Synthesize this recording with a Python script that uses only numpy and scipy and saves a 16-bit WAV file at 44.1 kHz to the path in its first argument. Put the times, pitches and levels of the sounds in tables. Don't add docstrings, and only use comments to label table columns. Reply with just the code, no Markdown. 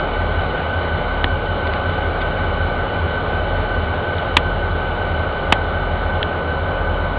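import sys
import numpy as np
from scipy import signal
from scipy.fft import irfft
from scipy.io import wavfile
from scipy.ndimage import uniform_filter1d

SR = 44100
rng = np.random.default_rng(int(sys.argv[2]) if len(sys.argv) > 2 else 0)


def field_ratio(decibels):
    return 10 ** (np.asarray(decibels, dtype=float) / 20)


def file_out(sig):
    cols = np.atleast_2d(sig).T
    lim = np.clip(cols, -1, 1)
    pcm = np.round(lim * 32767).astype(np.int16)
    wavfile.write(sys.argv[1], SR, pcm)


N = 316638


def evened(x):
    return x / np.sqrt(np.mean(x ** 2) + 1e-20)


def read(points, hz):
    f, value = np.transpose(sorted(points))
    return np.interp(np.log(hz + 1), np.log(f + 1), value)


def drift(low_hz, top_hz, t):
    wander = 0
    for f in np.geomspace(low_hz, top_hz, 20):
        wander = wander + np.sin(2 * np.pi * (f * t + rng.random())) / np.sqrt(f)
    return evened(wander)


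# crank speed/(turns per s), crank angle at 0 s/turns,
# level of the unlisted orders against the roar/dB
ENGINES = [(5.1318, .0616, -9), (5.2838, .0103, -5), (5.3940, -.0071, -7)]
# f/Hz, level/dB
REPEATING_SHARE = [(45, 24), (70, 17), (105, 6.5), (125, 4), (155, 11), (200, 6.5), (500, 1), (900, -3.5),
                   (1500, -4), (2500, -11.5), (4000, -18)]
# order, rms level/dB
STRONG_ORDERS = [
    [(8, -41), (15, -33), (16, -38), (17, -42), (20, -40), (106, -38), (286, -46), (585, -47)],
    [(8, -30), (9, -43), (15, -31), (16, -38), (17, -35), (73, -44), (138, -44), (144, -44), (157, -44),
     (158, -38), (226, -40), (242, -45), (433, -49)],
    [(8, -34), (11, -42), (14, -38), (15, -41), (16, -34), (17, -34), (19, -40), (27, -44), (28, -44),
     (30, -43), (79, -41), (91, -43), (100, -43), (105, -43), (113, -40), (128, -43), (158, -41)],
]
MESH = 282.27
OVERTONE_DB = -17
MESH_DB = [-52, -34, -35]
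# offset/orders, level against the mesh/dB before SHAKE_DB is added
SIDEBANDS = [(-1, -14), (1, -6), (2, -7)]
SHAKE_DB = [-6, -6, 0]
# multiple of crank speed, rms level/dB
BLOWER = [(205.8, -48), (268.72, -45), (288.62, -42), (538.43, -53)]


def locomotive(index, hunt=0.00032, size=2 ** 15):
    speed, start, share_db = ENGINES[index]
    t = np.arange(N) / SR
    coarse_t = t[::441]
    wander = np.interp(t, coarse_t, drift(0.2907, 3, coarse_t))
    turns = start + speed * (t + hunt * np.cumsum(wander) / SR)

    order = np.arange(size // 2 + 1)
    hz = order * speed
    scatter = np.sqrt(rng.exponential(1, len(order)))
    unlisted_db = roar_db(hz) + 10 * np.log10(speed) + share_db + read(REPEATING_SHARE, hz)
    level = scatter * field_ratio(unlisted_db)
    for k, db in STRONG_ORDERS[index]:
        level[k] = field_ratio(db)
    phase = 2 * np.pi * rng.random(len(order))
    phase[8] = 0
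    one_turn = irfft(level * np.exp(1j * phase)) * size / np.sqrt(2)
    closed_turn = np.append(one_turn, one_turn[0])
    sound = np.interp(turns % 1 * size, np.arange(size + 1), closed_turn)

    tones = [(MESH, MESH_DB[index]), (2 * MESH, MESH_DB[index] + OVERTONE_DB)]
    for offset, db in SIDEBANDS:
        tones.append((MESH + offset, MESH_DB[index] + db + SHAKE_DB[index]))
    if index == 1:
        tones += BLOWER
    for multiple, db in tones:
        sound += np.sqrt(2) * field_ratio(db) * np.cos(2 * np.pi * (multiple * turns + rng.random()))
    return sound


def ring(modes, pitch, t):
    total = np.zeros(len(t))
    for k, (hz, db, t60) in enumerate(modes):
        decay = field_ratio(db - 60 * t / t60)
        total += (-1) ** k * decay * np.sin(2 * np.pi * hz * pitch * t)
    return total


# t/s, tick peak level/dB before overload, thud peak against the tick/dB,
# rattle length/ms, factor on the mode frequencies
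CLICKS = [(1.2423, -1, -6, .6, .99), (1.6700, -19, -25, .8, 1.15), (1.6748, -20, -25, .8, 1.05),
          (1.7362, -16, -25, .8, 1.1), (2.2113, -20, -14, 14, 1.1), (4.1826, -19, -25, .8, 1.15),
          (4.3675, 6, -1, 4.0, 1.0), (5.5228, 3, 4, 4.0, .99), (6.2284, -5, -25, .5, 1.0)]
# f/Hz, relative level/dB, t60/s
SHELL = [(1774, -5.5, 0.01), (2390, -3, 0.0071), (2530, -1.5, 0.0075), (3075, 2, 0.005), (3340, -2.5, 0.01),
         (3930, -5.5, 0.004)]
# f/Hz, relative level/dB, t60/s
THUD = [(147, -4.5, 0.02), (265, -2, 0.025), (600, 0, 0.01), (776, 4.5, .01), (1187, 4.5, 0.0098)]


def clicks():
    out = np.zeros(N)
    t = np.arange(1500) / SR
    draws = rng.random((len(CLICKS), 2, 1500))
    for (s, peak_db, thud_db, rattle_ms, pitch), (chance, side) in zip(CLICKS, draws):
        u = t * 1000 / rattle_ms
        force = np.exp(-u ** 4) + .4 * np.exp(-u * .6)
        struck = (chance < .15) | (t == 0)
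        ticks = struck * np.sign(side - .5) * force
        ticks = np.convolve(ticks, np.hanning(9))
        tick = np.convolve(ticks, ring(SHELL, pitch, t))
        thud = np.convolve(ticks, ring(THUD, pitch, t))
        sound = tick / abs(tick).max() + field_ratio(thud_db) * thud / abs(thud).max()
        out[round(s * SR):][:len(sound)] += field_ratio(peak_db) * sound
    return out


# t/s, length/s, f/Hz at the start, rms level/dB at full swell, glide/(Hz per s)
TONES = [(2.5, 1.45, 439, -40, 5), (6.4, 1.2, 1004, -40, -1)]


def moans(rise_s=.15, fall_s=.4):
    out = np.zeros(N)
    for s, length, hz, db, glide in TONES:
        t = np.arange(0, min(length, N / SR - s - .001), 1 / SR)
        shape = np.clip(np.minimum(t / rise_s, (length - t) / fall_s), 0, 1)
        turns = hz * t + glide * t ** 2 / 2 + rng.random()
        out[round(s * SR):][:len(t)] += np.sqrt(2) * field_ratio(db) * shape * np.cos(2 * np.pi * turns)
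    return out


# f/Hz, relative level/dB per Hz
ROAR = [(38, -35), (45, -18.5), (90, -9.5), (130, -3.5), (300, -4), (420, -1), (620, 2.5), (850, -1),
        (1000, -2.5), (1300, -2.5), (1550, -3.5), (1700, -12.5), (2250, -9.5), (2600, -18)]
# f/Hz, relative level/dB per Hz
HISS = [(2600, -17), (2900, -13.5), (3000, -7), (3120, -15), (3500, -16.5), (4000, -16.5), (4400, -24.5),
        (4750, -33.5), (5100, -34)]
ROAR_DB = -25


def roar_db(hz):
    grid = np.arange(1., SR / 2)
    total_power = np.sum(field_ratio(read(ROAR + HISS, grid)) ** 2)
    return read(ROAR + HISS, hz) + ROAR_DB - 10 * np.log10(total_power)


def roar(patchy_db=1.1, flicker_db=0.26):
    frames, hz = N // 512 + 5, np.fft.rfftfreq(2048, 1 / SR)
    real, imaginary, patches = rng.standard_normal((frames, 1025, 3)).T
    patches = uniform_filter1d(patches, 20, 0)
    patches = evened(uniform_filter1d(patches, 6, 1))
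    flicker = drift(0.53, 9.7, np.arange(frames) * 512 / SR)
    level_db = roar_db(hz)[:, None] + patchy_db * patches + flicker_db * flicker
    spectra = (real + 1j * imaginary) * field_ratio(level_db)
    noise = signal.istft(spectra, nperseg=2048, noverlap=1536)[1][:N]
    return field_ratio(ROAR_DB) * evened(noise)


# t/s, roar level/dB, treble level of the whole yard/dB
SWELL = [(0, -1.5, 1), (3.0, -1.36, 0.76), (5.5, -1.5, 0), (6.3, -1, -1.5), (7.18, -2, -1)]


def scene():
    s, roar_swell_db, treble_db = np.transpose(SWELL)
    t = np.arange(N) / SR
    yard = field_ratio(np.interp(t, s, roar_swell_db)) * roar()
    for index in range(len(ENGINES)):
        yard += locomotive(index)
    high_pass = signal.firwin(101, 1900, fs=SR, pass_zero=False)
    treble = signal.oaconvolve(yard, high_pass, "same")
    yard += (field_ratio(np.interp(t, s, treble_db)) - 1) * treble
    return (yard + moans() + clicks())[None]


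def roll_off(x):
    return signal.sosfilt(signal.butter(12, 16000, fs=SR, output="sos"), x)


def record(dry):
    loaded = np.clip(dry, -1.1, 1.1)
    dull = signal.sosfilt(signal.butter(4, 4000, fs=SR, output="sos"), loaded)
    voice_band = signal.firwin(1001, 5050, window=("kaiser", 9), fs=SR)
    narrow = signal.oaconvolve(dull, voice_band[None], "same")
    clipped = np.clip(narrow - .0045, -.98, .98)
    smoothing = signal.firwin(63, 10900, window=("kaiser", 2), fs=SR)
    finished = signal.oaconvolve(clipped, smoothing[None], "same")
    return roll_off(finished)


dry = scene()
out = record(dry)
file_out(out)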